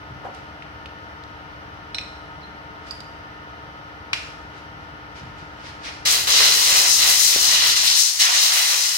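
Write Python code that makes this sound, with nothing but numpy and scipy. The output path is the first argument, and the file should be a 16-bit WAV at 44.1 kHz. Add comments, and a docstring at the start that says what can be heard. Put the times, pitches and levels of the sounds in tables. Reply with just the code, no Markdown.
"""A booth fan hums all along: duct-shaped noise, a beat each turn and tones on multiples of the shaft rate.
Over it come dull knocks and dry ticks (noise bursts, damped sines) and faint swells of air noise.
Hose fittings ring as decaying modes either side of a squeak, then the coupling snaps with a spurt of air.
After more puffs the spray gun blows one short and two longer blasts of fluttering noise, a low pop among them;
the fan sinks meanwhile. Hard walls echo all but the fan at a two-port microphone."""
import sys
import numpy as np
from scipy import signal
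from scipy.fft import rfft, irfft, next_fast_len
from scipy.io import wavfile
from scipy.ndimage import uniform_filter1d

SR = 44100
rng = np.random.default_rng(int(sys.argv[2]) if len(sys.argv) > 2 else 0)


def waveform_to_disk(signal):
    """Save audio, clipped to [-1, 1], as 16-bit WAV at the path in sys.argv[1]."""
    frames = np.transpose(np.atleast_2d(signal))
    scaled = np.clip(frames, -1, 1) * 32767
    samples = np.round(scaled).astype(np.int16)
    wavfile.write(sys.argv[1], SR, samples)


def amplitude_ratio(level_db):
    """Convert a level in decibels to the matching linear amplitude (field) ratio."""
    exponent = np.asarray(level_db, float) / 20
    return 10 ** exponent


N = 395577
T = np.arange(N) / SR
SIDES = np.array([[.5], [-.5]])  # splits a left-minus-right level between the ports
# samples by which left trails right
FAN_LAG, GUN_LAG, RING_LAG, SNAP_LAG, TICK_LAG = -13, 19, 22, 7, 3
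# trigger pulls: (valve opens [s], opening time [s], trigger let go [s], first sag after that [dB/s])
TRIGGER_PULLS = [(6.054, .0067, 6.14, 133), (6.271, .004, 7.998, 100), (8.193, .02, 8.86, 76)]
AIR_FROM = int(SR * TRIGGER_PULLS[0][0]) - SR // 50  # first sample of the blasts


def on_log(table, hz):
    """Read a (frequency [Hz], value) table on a log-frequency axis."""
    f, v = np.transpose(table)
    return np.interp(np.log(hz + 1), np.log(f + 1), v)


def shape(x, gain):
    """Filter by a function of frequency."""
    length = x.shape[-1]
    size = next_fast_len(length + SR // 10)
    spectrum = rfft(x, size) * gain(np.fft.rfftfreq(size, 1 / SR))
    return irfft(spectrum, size)[..., :length]


def humps(hz, peaks):
    """Resonances as bell-shaped lifts in dB."""
    return sum(db / (1 + (2 * (hz - f) / width) ** 2) for f, width, db in peaks)


def unit(x):
    """Scale to rms 1."""
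    return x / np.sqrt(np.mean(x ** 2))


def walk(rate, size=N):
    """Random levels held 1 / rate s and slewed twice; spread near 1."""
    hold = int(SR / rate)
    steps = np.repeat(rng.standard_normal(size // hold + 1), hold)
    return 1.38 * uniform_filter1d(uniform_filter1d(steps, hold), hold)[:size]


def place(x, pan_db, lag):
    """One source at both ports, with a level and time difference."""
    early = np.pad(x, (0, abs(lag)))[:len(x)]
    late = np.pad(x, (abs(lag), 0))[:len(x)]
    ports = [late, early] if lag > 0 else [early, late]
    return np.array(ports) * amplitude_ratio(SIDES * pan_db)


def add(track, s, sound):
    """Mix a short sound in at time s."""
    i = int(s * SR)
    track[..., i:i + sound.shape[-1]] += sound[..., :N - i]


def scattered(size, alike, lag):
    """Noise at both ports: a share comes straight, the rest has bounced off nearby things and differs."""
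    alike = np.clip(alike, 0, 1)
    straight = place(rng.standard_normal(size), 0, lag)
    return np.sqrt(alike) * straight + np.sqrt(1 - alike) * rng.standard_normal((2, size))


def sink_db():
    """Falling level in dB (0 or less): it sinks slowly once the air blows, then faster, to a floor."""
    slow_db_per_s, steep_from_s, steep_db_per_s, most_db = 1.5, 7.82, 30, 11
    slow = slow_db_per_s * np.maximum(T - TRIGGER_PULLS[0][0], 0)
    steep = steep_db_per_s * np.maximum(T - steep_from_s, 0)
    return -np.minimum(slow + steep, most_db)


def fan():
    """Air rushes through resonant ducts, a beat marks each turn and multiples of the shaft rate sing."""
    # air rush: (frequency [Hz], spectral level [dB])
    rush_colour = [(15, -42), (25, -17), (80, 1), (241, -5), (299, -15.5), (361, -7.5), (857, -3.5),
                   (929, -5.5), (1120, -6), (1390, -4), (1550, -7.5), (3050, -16), (5820, -24), (7030, -43),
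                   (15800, -42)]
    # duct resonances: (frequency [Hz], width [Hz], lift [dB])
    ducts = [(60.4, 32, 4.8), (107, 7.8, 2.5), (152.7, 9.6, 7.7), (930, 100, 4.3), (1260, 23, 10.5),
             (1370, 30, 5.9), (1784, 49, 8), (2000, 21, 6.5), (2980, 300, 6.2)]
    # likeness of the ports: (frequency [Hz], likeness [0-1])
    likeness = [(30, 0.98), (100, 1), (250, 0.61), (500, 0.93), (1000, 0.1), (3000, 0.06), (8000, 0.2)]
    # balance of the rush: (frequency [Hz], left minus right [dB])
    balance = [(60, -1.5), (110, 1), (200, 2.5), (380, 0.5), (700, -1.5), (1290, 0), (2380, 1.5),
               (4400, -1), (8120, 13), (15000, -3)]
    # tones that sing: (multiple of the shaft rate)
    orders = [3, 4, 6, 16, 17, 24, 26, 36, 39, 42, 43, 50, 69, 75, 78, 97.5, 111]
    # their amplitudes before drift, sinking and pan: (level [dB])
    order_levels = [-57, -53.5, -57.5, -50.5, -54.5, -58, -61, -56, -58.5, -57, -58, -47.5, -50.5, -69, -46,
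                    -52, -53.5]
    shaft_hz, rush_db = 18.43, -40.5
    turns = np.cumsum(shaft_hz * (1 + 0.000592 * walk(1.54))) / SR
    once_a_turn = np.diff(np.floor(turns), prepend=0)
    beat = unit(shape(once_a_turn, lambda f: 1 / (1 + (f / 2500) ** 4)))
    common = place(rng.standard_normal(N) + amplitude_ratio(-18.5) * beat, 0, FAN_LAG)
    own = rng.standard_normal((2, N))

    def alike(f):
        return np.clip(on_log(likeness, f), 0, 1)

    def colour(f):
        return amplitude_ratio(on_log(rush_colour, f) + humps(f, ducts) + SIDES * on_log(balance, f))

    rush = shape(common, lambda f: np.sqrt(alike(f))) + shape(own, lambda f: np.sqrt(1 - alike(f)))
    rush = unit(shape(rush, colour))
    tones = 0
    for order, db, phase in zip(orders, order_levels, rng.random(len(orders))):
        tones = tones + amplitude_ratio(db + 0.34 * walk(6)) * np.sin(2 * np.pi * (order * turns + phase))
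    hum_db = sink_db()
    return amplitude_ratio(rush_db + hum_db) * rush + place(amplitude_ratio(1.14 * hum_db) * tones, 5.2, FAN_LAG)


def burst(hz, width, rise, t60):
    """A band of noise that rises and dies away; the lower, the more alike at both ports."""
    t = T[:int(SR * (rise + t60))]
    noise = shape(scattered(SR, 250 / hz, 0),
                  lambda f: 1 / (1 + ((f - hz ** 2 / (f + 1)) / width) ** 2) ** 1.07)
    noise = unit(noise)[:, :len(t)]
    return .5 * noise * np.minimum(t / rise, 1) ** 2 * amplitude_ratio(-60 * np.maximum(t - rise, 0) / t60)


def click(hz, cycles):
    """A hard contact: a sine that swells within one cycle and dies by e over the given cycles."""
    turn = hz * T[:SR // 2]
    return 2 * np.sin(2 * np.pi * turn) * np.exp(-turn / cycles) * (1 - np.exp(-2 * turn))


def handling():
    """Contacts as damped sines with noise for ticks, noise alone for knocks, and one low pop."""
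    # dry ticks: (time [s], level [dB], click frequency [Hz], t60 of the noise [s], left minus right [dB])
    ticks = [(.3484, -39, 6000, .02, 6), (0.6228, -28.5, 2100, 0.036, 0), (0.8586, -24.5, 2700, 0.022, -1),
             (1.2377, -33.5, 3800, 0.012, 6)]
    # dull knocks and steps: (time [s], level [dB], centre [Hz], rise [s], t60 [s])
    knocks = [(0.101, -27.5, 94, 0.012, 0.24), (.225, -24.5, 620, 0.027, 0.27),
              (4.391, -35, 417, 0.0034, 0.11), (5.17, -32, 99, 0.055, 0.48), (5.682, -50, 140, .04, .3)]
    pop_s, pop_db, pop_hz = 7.3612, -8, 430
    out = np.zeros((2, N))
    for s, db, hz, t60, pan_db in ticks:
        add(out, s, place(amplitude_ratio(db) * click(hz, 1.6), pan_db, TICK_LAG))
        add(out, s, amplitude_ratio(db - 4.5) * burst(1.35 * hz, 0.69 * hz, 0.00015, t60))
    for s, db, hz, rise, t60 in knocks:
        add(out, s, amplitude_ratio(db) * burst(hz, 1.1 * hz, rise, t60))
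    add(out, pop_s, -amplitude_ratio(pop_db) * click(pop_hz, 0.37))
    return out


def booth(x, level_db):
    """Dense wall echoes in octave bands, other ones at each port, with a decay time for each band."""
    # decay of the walls: (frequency [Hz], t60 [s])
    decay = [(250, 1), (1000, 0.9), (3000, 0.62), (7000, 0.79), (15000, 0.76)]
    t, echoes = T[:SR], 0
    for hz in 180 * 2 ** np.arange(7):
        band = shape(rng.standard_normal((2, SR)), lambda f: np.exp(-2 * np.log2((f + 1) / hz) ** 2))
        fade = amplitude_ratio(-60 * t / on_log(decay, hz)) * np.minimum(t / 0.0023, 1)
        echoes = echoes + band * fade / np.sqrt(np.sum(fade ** 2))
    return amplitude_ratio(level_db) * signal.fftconvolve(x, echoes, axes=1)[:, :N]


def housing(x):
    """The microphone housing shades each port differently across the spectrum."""
    # port balance: (frequency [Hz], left minus right [dB])
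    balance = [(250, 1), (500, -2), (1000, 3.5), (1500, 2), (2400, -3), (4000, 1.5), (5500, 4), (8000, 8.5),
               (12000, 2.5), (15000, 2)]
    return shape(x, lambda f: amplitude_ratio(SIDES * on_log(balance, f)))


def puffs():
    """Soft leaks of air while the gun is handled: each swells to its peak and fades."""
    # puffs and rustle: (peak time [s], level before smoothing [dB], time to swell by rise_db [s])
    leaks = [(.344, -46, .01), (2.895, -42.5, 0.096), (4.57, -49, 0.1), (4.83, -55, .05),
             (5.166, -41, .045), (5.39, -48, .045), (5.6, -50, 0.12), (5.665, -36.5, .05),
             (5.851, -29, 0.035)]
    # colour of the leaking air: (frequency [Hz], spectral level [dB])
    colour = [(1200, -3.5), (2000, 4.5), (3000, 0.5), (4200, 0), (5500, -2.5), (7000, -13.5),
              (10000, -21.5), (15800, -47)]
    rise_db, fade_db_per_s = 23, 168
    gain = 0
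    for s, db, rise in leaks:
        swell = rise_db * np.maximum(s - T, 0) / rise
        fade = fade_db_per_s * np.maximum(T - s, 0)
        gain = gain + amplitude_ratio(db - swell - fade)
    air = unit(shape(scattered(N, 0.13, GUN_LAG), lambda f: amplitude_ratio(on_log(colour, f))))
    return air * uniform_filter1d(gain, size=700) * amplitude_ratio(1.5 * walk(60))


def metal(hits, modes, crack_hz):
    """Each blow cracks and rings the part; the hand kills most of the ring at once, the rest rattles on."""
    out, t = np.zeros((2, N)), T[:SR // 2]
    for s, db, ring_db in hits:
        for hz, mode_db, t60, pan_db in modes:
            shake = amplitude_ratio(5.5 * np.array([walk(154, size=len(t)), walk(170, size=len(t))]))
            fade = amplitude_ratio(-60 * t / 0.017) + amplitude_ratio(ring_db - 60 * t / t60) * shake
            # loose parts touch and part, so the higher the mode the more its phase slips
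            slip = hz / 6500 * walk(203, size=len(t))
            ring = np.sin(2 * np.pi * hz * t + slip) * np.minimum(t / 0.00027, 1)
            chance_db = 1.9 * rng.standard_normal()
            add(out, s, amplitude_ratio(db + mode_db + chance_db) * fade * place(ring, pan_db, RING_LAG))
        add(out, s, amplitude_ratio(db + 4) * burst(crack_hz, 0.67 * crack_hz, 0.0002, 0.032))
    return out


def sleeve():
    """Blows on the sliding sleeve excite its ringing modes."""
    # blows: (time [s], level [dB], rattling ring re damped ring [dB])
    blows = [(1.9458, -24.5, -11), (1.9842, -21, -19), (2.011, -41, -6)]
    # modes: (frequency [Hz], level re blow [dB], t60 of the rattling ring [s], left minus right [dB])
    modes = [(2510, 2.5, 0.058, 2), (3180, -3, .04, -6), (3700, -2, .04, 0), (3994, -2, 0.43, -8),
             (4130, -3, 0.16, -10), (5370, -4, 0.27, 13), (5900, -13, .15, 9), (7930, -22, .15, 8),
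             (8495, -21, .12, 5), (10690, -23, .07, -2), (14100, -35, .2, 3)]
    return metal(blows, modes, 2560.0)


def squeak():
    """The sleeve slips on its seal: a short wavering chirp that drops, then climbs slightly."""
    start_s, length_s, level_db = 2.412, 0.053, -46.5
    from_hz, low_hz, drop_s, climb_hz_per_s = 5500, 3800, .006, 8800
    out, t = np.zeros((2, N)), T[:int(SR * length_s)]
    hz = low_hz + (from_hz - low_hz) * np.exp(-t / drop_s) + climb_hz_per_s * t
    pitch = hz * (1 + .012 * walk(310, size=len(t)))
    swell = .2 + np.sin(np.pi * (t / length_s) ** 1.3)
    gain = amplitude_ratio(level_db + 5.2 * walk(192, size=len(t))) * swell
    add(out, start_s, place(gain * np.sin(2 * np.pi * np.cumsum(pitch) / SR), -1.2, RING_LAG))
    return out


def nipple():
    """Blows on the hose nipple excite its ringing modes."""
    # blows: (time [s], level [dB], rattling ring re damped ring [dB])
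    blows = [(2.868, -48, -20), (2.887, -44, -20), (2.909, -32.5, -8.5), (3.0042, -35, -22)]
    # modes: (frequency [Hz], level re blow [dB], t60 of the rattling ring [s], left minus right [dB])
    modes = [(4770, 1.5, 0.15, -13.5), (6900, -16.5, .08, 0), (7900, -19, 0.11, 3), (8750, -26, 0.22, 0),
             (10300, -25, .3, 0), (10710, -19, .3, 4), (12100, -26, .15, 0), (13915, -25, .12, 2)]
    return metal(blows, modes, 4500.0)


def snap():
    """The coupling locks with a crack and a spurt of trapped air that thins out."""
    # colour of the spurt: (frequency [Hz], spectral level [dB])
    colour = [(900, -30), (1240, -2.5), (1900, -2), (2600, 5), (3400, -2.5), (5500, -7.5), (7250, -19),
              (9200, -22), (15800, -45)]
    snap_s, snap_db = 4.1312, -10
    out, t = np.zeros((2, N)), T[:SR // 2]
    spurt = unit(shape(scattered(len(t), 0.23, SNAP_LAG), lambda f: amplitude_ratio(on_log(colour, f))))
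    fade = amplitude_ratio(-2.5 - 60 * t / 0.031) + amplitude_ratio(-18.5 - 60 * t / .5)
    spurt = spurt * fade * np.minimum(t / 0.00067, 1)
    crack = 0.5 * click(2480.0, 6.1) + 0.2 * click(1280.0, 3.3) + 0.3 * click(3700.0, 5.5)
    add(out, snap_s, amplitude_ratio(snap_db) * (spurt + place(crack, -.6, SNAP_LAG)))
    return out


def pull_flow(t, pull, sweep):
    """Flow of one pull: the valve opens in ms, pent-up air surges out first, then the flow sags on release."""
    opens, over, shuts, sag = pull
    surge_db, surge_s = 0.8, 0.025
    sag_curb_s = .3  # the sag slows as the pressure in the gun evens out
    valve = np.clip((t - opens) / over + .5, 0, 1)
    surge = surge_db * np.exp(-np.abs(t - opens) / surge_s)
    aim_db = np.interp(t, *np.transpose(sweep)[:2])
    sagged = sag * sag_curb_s * (1 - np.exp(-np.maximum(t - shuts, 0) / sag_curb_s))
    last_fade = 40 * np.maximum(t - shuts - .2, 0)
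    return valve * amplitude_ratio(surge + aim_db - sagged - last_fade)


def jet():
    """Turbulent air from the nozzle; the aim sets the colour and each part of the hiss flutters."""
    # colour of the jet: (frequency [Hz], spectral level [dB])
    colour = [(150, -15.5), (250, -19), (386, -7.5), (585, -12.5), (1190, -8.5), (1300, -9), (1600, -13),
              (2000, -4), (2260, -10.5), (2840, -7), (3370, -7.5), (4080, -8.5), (5980, -5.5),
              (7110, -12.5), (15800, -17)]
    # nozzle resonances: (frequency [Hz], width [Hz], strength before compression [dB])
    nozzle = [(2040, 190, -17), (3050, 260, -11.5), (4055, 370, 15.5), (5020, 72, -21), (5340, 110, -1)]
    # borders of the six parts of the hiss: (frequency [Hz])
    part_edges = [600, 1450, 3250, 4700, 7700]
    # rumble, roar, mid hiss, nozzle band, jet, fizz: (level re jet [dB],
    # change per wash [dB/dB], per whistle [dB/dB], per sink_db [dB/dB])
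    parts = [(-11, 1.37, .01, 1.3), (-2.5, 1, .01, 0.23), (2.5, 0.71, 0.45, 0.0083),
             (0.5, 0.18, 0.97, 0.0033), (-0.2, 0, .01, 0.026), (-1.5, 0.13, 0.06, .1)]
    # the hand sweeps the gun, a table each pull: (time [s], jet level [dB],
    # wash re jet: how hard the air scrubs the surface [dB], nozzle whistle re jet [dB])
    sweeps = [
        [(6.07, -23.5, -8.5, 3.5), (6.136, -22.5, -9, -1), (6.14, -25, -3.5, 1)],
        [(6.28, -23.5, -9, 3), (6.374, -22.5, -7, -0.5), (6.422, -24, -2, 3), (6.556, -20.5, -10.5, -3),
         (6.754, -21, -6.5, -7), (6.768, -17.5, -11, -8), (6.858, -21.5, -6.5, -6), (6.922, -19.5, -22.5, -8.5),
         (7.026, -19, -13.5, 1), (7.046, -22.5, -6.5, -3), (7.232, -17, -22.5, -7), (7.39, -23, -8, 0),
         (7.4, -20, -17, -6), (7.568, -21, -7, 2), (7.592, -21, -11, 4.5), (7.73, -26, -9, 2),
         (7.754, -35, -11.5, 5), (7.764, -20.5, -17, 2), (7.832, -25, -7, 0), (7.864, -20.5, -16, -3),
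         (7.88, -23, -19, 8), (7.912, -23, -13, -2), (7.936, -24.5, -8.5, 0.5), (8.0, -17.5, -25, -5)],
        [(8.2, -20, -10, -7), (8.208, -19, -13, 1.5), (8.3, -26, -3.5, -1), (8.432, -19, -10.5, 1),
         (8.482, -22, -5, -0.5), (8.808, -22, -9.5, -7), (8.814, -21.5, -16, -3), (8.86, -21.5, -9.5, -5.5)],
    ]
    pan_per_wash = -0.27  # left minus right, dB per dB: the gun turns right to face the work
    t = T[AIR_FROM:]
    top_db = max(db for *_, db in nozzle)
    lifts = [(hz, width, 6.5 + 0.21 * (db - top_db)) for hz, width, db in nozzle]
    hiss = shape(scattered(len(t), 0.32, GUN_LAG), lambda f: amplitude_ratio(on_log(colour, f) + humps(f, lifts)))
    flow = np.max([pull_flow(t, pull, sweep) for pull, sweep in zip(TRIGGER_PULLS, sweeps)], axis=0)
    s, _, wash_db, whistle_db = np.transpose(np.concatenate(sweeps))
    wash_db, whistle_db = np.interp(t, s, wash_db), np.interp(t, s, whistle_db)
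    sunk_db = sink_db()[AIR_FROM:]
    gust, out = walk(22, size=len(t)), 0  # all parts share the gust
    edges = [0, *part_edges, SR]
    for lo, hi, (db, per_wash, per_whistle, per_sink) in zip(edges, edges[1:], parts):
        part = unit(shape(hiss, lambda f: 1 / np.sqrt((1 + (lo / (f + 1)) ** 12) * (1 + (f / hi) ** 12))))
        flutter_db = 1.0 * gust + 1.5 * walk(30, size=len(t)) + 1.6 * walk(400, size=len(t))
        aim_db = per_wash * wash_db + per_whistle * whistle_db
        out = out + part * amplitude_ratio(db + aim_db + per_sink * sunk_db + flutter_db)
    out = out * flow * amplitude_ratio(SIDES * (pan_per_wash * wash_db - 2.5))
    return np.pad(out, ((0, 0), (AIR_FROM, 0)))


def patchy(x):
    """As the fan sinks, low bands of the whole mix drop out for moments."""
    # centres of the bands that drop out: (frequency [Hz])
    centres = [110, 170, 260, 390]
    depth = 1.3  # dB lost per dB sunk and unit of the random walks
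    late, sunk_db = x[:, AIR_FROM:], sink_db()[AIR_FROM:]
    shared, lost = walk(9, size=len(sunk_db)), 0
    for hz in centres:
        band = shape(late, lambda f: np.exp(-6 * np.log2((f + 1) / hz) ** 2))
        dip = np.maximum(shared + walk(11, size=len(sunk_db)), 0)
        lost = lost + .86 * band * (1 - amplitude_ratio(depth * sunk_db * dip))
    return x - np.pad(lost, ((0, 0), (AIR_FROM, 0)))


def scene():
    """Near sounds reach the ports directly and again from the walls; the fan has no added echo."""
    air = jet() + puffs()
    rings = sleeve() + squeak() + nipple()
    blows = snap() + handling()
    to_walls = amplitude_ratio(-1.34) * air + amplitude_ratio(-5) * rings + amplitude_ratio(-3) * blows
    wet = booth(to_walls.mean(axis=0, keepdims=True), -0.28)
    return patchy(housing(amplitude_ratio(-2.0) * air + wet) + amplitude_ratio(-1.2) * rings + blows + fan())


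def band_limit(x):
    """A steep low-pass at the top of the band."""
    return signal.sosfilt(signal.butter(12, 16600, fs=SR, output="sos"), x)


def record(dry):
    """The microphone drops the deepest bass, rounds the loudest peaks and cuts the top."""
    thin = signal.sosfilt(signal.butter(2, 32., "high", fs=SR, output="sos"), dry)
    rounded = .9 * np.tanh(thin / .9)
    top_cut = signal.ellip(10, .2, 70, 15850, fs=SR, output="sos")
    finished = signal.sosfilt(top_cut, rounded)
    return band_limit(finished)


dry = scene()
out = record(dry)
waveform_to_disk(out)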